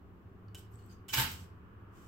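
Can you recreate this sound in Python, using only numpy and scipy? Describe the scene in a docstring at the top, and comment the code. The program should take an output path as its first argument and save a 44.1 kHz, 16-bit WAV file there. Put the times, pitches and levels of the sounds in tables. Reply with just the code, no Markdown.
"""A small, hard-walled shop, where a light cloth with beaded motifs is lifted, flicked open and dropped.
Its fibres rustle as the layers slide, then it whips taut and lands on a table with a puff of air
and a patter of beads. The hem knocks a hollow ring out of the table top, and a bangle clinks.
The room rings briefly over a steady ventilation hum."""
import sys
import numpy as np
from scipy import signal
from scipy.fft import rfft, irfft
from scipy.io import wavfile

SR = 44100
rng = np.random.default_rng(int(sys.argv[2]) if len(sys.argv) > 2 else 0)


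def to_wav(sig):
    """Store sig (one row per channel, or 1-D mono) as 16-bit WAV at the path in sys.argv[1].

    Samples outside -1..1 are clipped; the rate is SR.
    """
    pcm = np.clip(np.atleast_2d(sig), -1, 1) * 32767
    pcm = np.round(pcm).astype(np.int16)
    wavfile.write(sys.argv[1], SR, pcm.T)  # frames by channels


N = 91639

# what rings when the beaded cloth hits the table: (pitch [Hz], relative level [dB], t60 [s])
TABLE_RESONANCES = [(893, -0.5, 0.087), (910, -3, 0.082), (1077, -1, 0.18), (1195, -3, 0.28),
                    (1462, -6, 0.088), (1695, -4.5, 0.1), (1894, -10, .12), (2125, -6, 0.13),
                    (2533, -4, .08), (2903, -3.5, .05), (2987, -3.5, 0.11)]


def undb(db):
    """Decibels to gain."""
    return 10 ** (np.asarray(db) / 20)


def unit(x):
    """Scale to rms 1."""
    return x / np.sqrt(np.mean(x ** 2))


def burst(x):
    """Give a short sound the energy of 10 ms at rms 1."""
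    return x / np.sqrt(np.sum(x ** 2) / (SR / 100))


def times():
    """The time of every sample."""
    return np.arange(N) / SR


def freqs():
    """The frequency of every spectral bin."""
    return np.arange(N // 2 + 1) * SR / N


def along(points, hz):
    """Read (Hz, value) points on a log-frequency axis."""
    f, v = np.array(points).T
    return np.interp(np.log(np.maximum(hz, 1)), np.log(f), v)


def colour(x, eq):
    """Equalise by (frequency [Hz], gain [dB]) points."""
    return irfft(rfft(x) * undb(along(eq, freqs())), N)


def resonate(x, hz, width):
    """One resonance, gain 1 at its centre; width is a share of the pitch."""
    return signal.lfilter(*signal.iirpeak(hz, 1 / width, fs=SR), x)


def wander(rate_hz):
    """Smooth random drift with rms 1."""
    return unit(irfft(rfft(rng.standard_normal(N)) * np.exp(-(freqs() / rate_hz) ** 2), N))


def swell(peak, rise, fall):
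    """An envelope that grows to its peak and dies away."""
    t = times() - peak
    return np.exp(-np.where(t < 0, (t / (2 * rise)) ** 2, t / fall))


def ring(modes, start=0, contact_s=0.0009):
    """Struck modes build during the contact and decay; each level sets a mode's energy."""
    t = np.maximum(times() - start, 0)
    tones = sum(undb(db) / np.sqrt(t60) * np.sin(2 * np.pi * hz * t) * np.exp(-np.log(1000) * t / t60)
                for hz, db, t60 in modes)
    return (1 - np.exp(-t / contact_s)) * tones


def crack(start, decay_s):
    """A snap of noise that dies at once."""
    t = times() - start
    return rng.standard_normal(N) * (t >= 0) * np.exp(-np.abs(t) / decay_s)


def snags(per_s=12000, spread_db=3.5):
    """Tiny catches of threads or beads, a few much bigger than the rest."""
    hit = rng.random(N) < per_s / SR
    return hit * rng.choice([-1, 1], N) * undb(spread_db * np.minimum(rng.exponential(size=N), 6))


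def sheet_noise(eq, shared_below_hz=664):
    """Fibre noise from a broad sheet: shared by both ears in the bass, unrelated in the treble."""
    shared = 1 / (1 + (freqs() / shared_below_hz) ** 4)
    centre = rfft(snags()) * np.sqrt(shared)
    ears = [irfft(centre + rfft(snags()) * np.sqrt(1 - shared), N) for _ in range(2)]
    return np.array([unit(colour(ear, eq)) for ear in ears])


def room(x, wet_db, build_s=0.0013):
    """Direct sound plus a diffuse tail, different at each ear and shorter in the treble."""
    # reverb time of the shop: (frequency [Hz], t60 [s])
    decay = [(100, 0.39), (800, 0.45), (2000, 0.37), (4300, 0.34), (8000, 0.22), (16000, 0.22)]
    t, f = times(), freqs()
    noise = rfft(rng.standard_normal((2, N)))
    edges = np.concatenate([[0], np.geomspace(200, SR / 2, 8)])
    tail = 0
    for lo, hi in zip(edges, edges[1:]):
        band = irfft(noise * ((f >= lo) & (f < hi)), N)
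        tail += band * np.exp(-np.log(1000) * t / along(decay, (lo + hi) / 2))
    tail *= 1 - np.exp(-t / build_s)
    tail /= np.sqrt(np.sum(tail ** 2, axis=1, keepdims=True))
    return x + undb(wet_db) * signal.fftconvolve(np.atleast_2d(x), tail, axes=1)[:, :N]


def early_reflections(x):
    """Close reflections ripple the spectrum and leave the loudness alone."""
    # bounces off the table top and nearby things: (delay [s], level [dB])
    bounces = [(.00135, -26.5), (.0032, -13.5)]
    comb = 1 + sum(undb(db) * np.exp(-2j * np.pi * freqs() * delay) for delay, db in bounces)
    return irfft(rfft(x) * comb / np.sqrt(np.mean(np.abs(comb) ** 2)), N)


def ventilation(waver=0.41, drift_hz=2.96):
    """A bed of low rumble, wavering hum tones and a midrange wash that slowly grows."""
    # tone of the moving air: (frequency [Hz], gain [dB])
    air_eq = [(25, -13.5), (45, -12.5), (70, -12.5), (105, 0.5), (140, -15.5), (185, -9.5), (230, -14),
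              (400, -14), (540, -27), (800, -27.5), (1100, -31), (1400, -40), (2700, -45), (4000, -53.5),
              (6000, -59), (11000, -60.5), (13000, -53.5), (14200, -55.5), (16000, -56.5)]
    # its stereo width: (frequency [Hz], side against mid [dB])
    air_width = [(30, -11), (90, -9), (180, -14), (350, -9), (700, -5), (1500, 1.5), (16000, 0)]
    # hum tones: (pitch [Hz], level [dB])
    hum_tones = [(72, -63), (100, -59), (184, -65.5)]
    # slow rise of the wash: (time [s], level [dB])
    wash_fade = [(0, -69.5), (.6, -67), (1.05, -66), (1.55, -64.5), (2.08, -62)]
    # tone of the wash: (frequency [Hz], gain [dB])
    wash_eq = [(500, -3.5), (800, -10), (1100, 6), (1700, -2.5), (2100, -12.5), (3000, -13.5), (5000, -60)]
    mid, side = (unit(colour(rng.standard_normal(N), air_eq)) for _ in range(2))
    rumble = undb(-56) * (mid + colour(side, air_width) * np.array([[1], [-1]]))
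    hum = 0
    for hz, db in hum_tones:
        level = undb(db) * np.sqrt(2) * (1 + waver * wander(13))
        pitch = hz + drift_hz * wander(10.5)
        hum += level * np.sin(2 * np.pi * np.cumsum(pitch) / SR)
    wash_level = undb(np.interp(times(), *np.array(wash_fade).T))
    wash = wash_level * unit(colour(rng.standard_normal((2, N)), wash_eq))
    return rumble + hum + wash


def beads():
    """Lone beads tick against each other and the table."""
    # bead ticks: (time [s], level [dB], pitch [Hz])
    ticks = [(0.483, -76, 4570), (0.5927, -64.5, 12500), (.861, -74, 13700), (1.143, -41, 15300),
             (1.1484, -39, 13000), (1.214, -41, 12800), (1.227, -44.5, 8500), (1.3173, -51, 14800),
             (1.3294, -57, 14800), (2.018, -79, 14300)]
    out = 0
    for at, db, hz in ticks:
        tick = crack(at, decay_s=0.002)
        for _ in range(2):
            tick = resonate(tick, hz, width=0.32)
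        out += undb(db) * burst(tick)
    return out


def bangle():
    """Each clink is a bright click and a short, hand-damped ring whose pitch depends on where it is hit."""
    # strikes: (time [s], level [dB], click against ring [dB], main pitch [Hz])
    clinks = [(0.5468, -56.5, 2.5, 2955), (0.5522, -55.5, -2, 3025), (0.788, -75, -3, 2930),
              (0.81, -76.5, -19, 2910), (0.914, -77, -12, 3000), (1.083, -60, 1.5, 3043),
              (1.089, -56, 0.5, 2960), (1.094, -47, -16, 3037), (1.149, -38, -10.5, 2930),
              (1.175, -40, -9, 3107), (1.247, -43.5, -9, 2904)]
    # modes of the hoop: (pitch over main pitch [ratio], relative level [dB], t60 [s])
    modes = [(0.505, -14.5, 0.1), (.745, -17, 0.057), (1, -1, 0.034), (1.07, -7, .018), (1.283, -17, 0.069),
             (1.76, -15.5, 0.042), (2.28, -13, 0.03)]
    # tone of the click: (frequency [Hz], gain [dB])
    click_eq = [(800, -4.5), (2500, 0), (5000, -4), (8000, 3), (15000, -6)]
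    out = 0
    for at, db, click_db, hz in clinks:
        tone = ring([(hz * ratio, mode_db, t60) for ratio, mode_db, t60 in modes], at)
        click = colour(crack(at, decay_s=0.003), click_eq)
        out += undb(db) * (burst(tone) + undb(click_db) * burst(click))
    return out


def puffs(roughness=0.84):
    """Air squeezed from under the cloth and the hand's pat: a few rough, low swings each."""
    # soft thumps: (peak time [s], level [dB], rise [s], fall [s], pitch [Hz])
    thumps = [(1.199, -37, 0.014, 0.024, 127.3), (1.239, -43.5, 0.0069, 0.087, 83.1),
              (1.42, -50, .012, 0.021, 91.3)]
    breath_eq = [(25, -6), (90, 12.5), (200, 3.0), (400, -16), (900, -41.5), (3000, -79)]
    out = 0
    for at, db, rise, fall, hz in thumps:
        swing = np.sqrt(2) * np.sin(2 * np.pi * hz * (times() - at))
        breath = unit(colour(rng.standard_normal(N), breath_eq))
        out += undb(db) * swell(at, rise, fall) * (swing + roughness * breath)
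    return out


def hem_knocks():
    """The heavy, beaded hem strikes the table top, which rings hollow."""
    # knocks: (time [s], level [dB])
    hits = [(0.485, -71), (1.1352, -37.5), (1.175, -39.5), (1.184, -40)]
    return sum(undb(db) * burst(ring(TABLE_RESONANCES, at)) for at, db in hits)


def rustle():
    """Layers of cloth slide with a soft hiss, while the beads jingle at a new pitch on each move."""
    # moves: (peak time [s], level [dB], rise [s], fall [s], jingle pitch [Hz], jingle against hiss [dB])
    moves = [(0.582, -61, .009, 0.027, 8000, -13), (.724, -78, 0.0064, 0.009, 11800, 7.5),
             (0.74, -75.5, 0.005, 0.022, 7950, 7), (0.798, -76, 0.01, 0.045, 4340, -5),
             (.87, -81.5, .02, 0.031, 7810, 3.5), (0.913, -71.5, 0.009, 0.013, 4830, 0),
             (.93, -72.5, 0.0076, 0.0079, 6420, 1.5), (1.088, -48.5, .0017, 0.04, 12300, -10),
             (1.311, -50.5, 0.026, 0.044, 12670, -11.5), (1.44, -68, 0.04, 0.0065, 8000, -8),
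             (1.97, -74, 0.019, 0.034, 7100, -20), (2.06, -71.5, .04, 0.055, 7200, -11)]
    # tone of sliding fabric: (frequency [Hz], gain [dB])
    hiss_eq = [(500, -14), (1500, -7.5), (3000, 6), (4000, -3), (5500, 1), (8200, 4.5), (11000, -3.5),
               (13000, 0.5), (15800, -6)]
    hiss = sheet_noise(hiss_eq)
    jostle = np.array([snags(per_s=540, spread_db=4.5) for _ in range(2)])
    out = 0
    for at, db, rise, fall, hz, jingle_db in moves:
        jingle = unit(resonate(jostle, hz, width=0.026))
        out += undb(db) * swell(at, rise, fall) * (hiss + undb(jingle_db) * jingle)
    return out


def cloth(table_db=-15.5):
    """The cloth whips taut and lands, setting the table ringing, with quiet rustles before and after."""
    # strokes: (peak time [s], level [dB], rise [s], fall [s], blend from whip to landing [0-1])
    strokes = [(1.142, -26.5, 0.0053, 0.004, .1), (1.199, -29, 0.018, 0.022, 0.96),
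               (1.225, -38, 0.0066, 0.036, 1)]
    # bright tone of the whip: (frequency [Hz], gain [dB])
    whip_eq = [(200, -17.5), (600, -16.5), (900, -7), (1250, -8.5), (2300, 11.5), (4000, 5), (5500, 5.5),
               (8200, 6.5), (11000, -17.5), (13000, 2.5), (15800, 6.5)]
    # fuller tone of the landing: (frequency [Hz], gain [dB])
    landing_eq = [(150, -3), (300, -4.5), (450, -5.5), (730, -7), (900, -2), (1500, 4), (2200, -1),
                  (3000, 1.5), (4500, -2.5), (6500, -6.5), (8200, -3), (11000, -6), (13000, 0),
                  (15800, -10)]
    flap = pressure = 0
    for at, db, rise, fall, blend in strokes:
        envelope = undb(db) * swell(at, rise, fall)
        whip = np.sqrt(1 - blend) * sheet_noise(whip_eq)
        landing = np.sqrt(blend) * sheet_noise(landing_eq)
        flap += envelope * (whip + landing)
        pressure += envelope
    force = pressure * unit(snags())
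    response = ring(TABLE_RESONANCES)
    response /= np.sqrt(np.sum(response ** 2))
    table = undb(table_db) * signal.fftconvolve(force, response)[:N]
    return early_reflections(flap + rustle()) + table


def scene():
    """Cloth and jewellery close by, in the humming shop."""
    # stereo lean of the close sounds: (frequency [Hz], left minus right [dB])
    balance = [(100, 0), (380, -6), (700, 2), (1300, 1.5), (2400, -2.5), (4400, -5.5), (8100, 4.5),
               (15000, -4.5)]
    near = room(cloth(), wet_db=-2) + room(hem_knocks(), wet_db=-11.5)
    near += room(bangle() + beads(), wet_db=-3.5) + puffs()
    pan_db = along(balance, freqs()) * np.array([[.5], [-.5]])
    return irfft(rfft(near) * undb(pan_db), N) + ventilation()


def record(dry):
    """Master EQ: a notch in the treble and a steep cut at the top."""
    notch_hz, notch_width_hz, notch_db, top_hz = 9600, 730, -11.5, 15900
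    f = np.arange(N + 1) * SR / (2 * N)
    notch = undb(notch_db * np.exp(-((f - notch_hz) / notch_width_hz) ** 2))
    high_cut = 1 / np.sqrt(1 + (f / top_hz) ** 400)
    return irfft(rfft(dry, 2 * N) * notch * high_cut)[:, :N]


dry = scene()
out = record(dry)
to_wav(out)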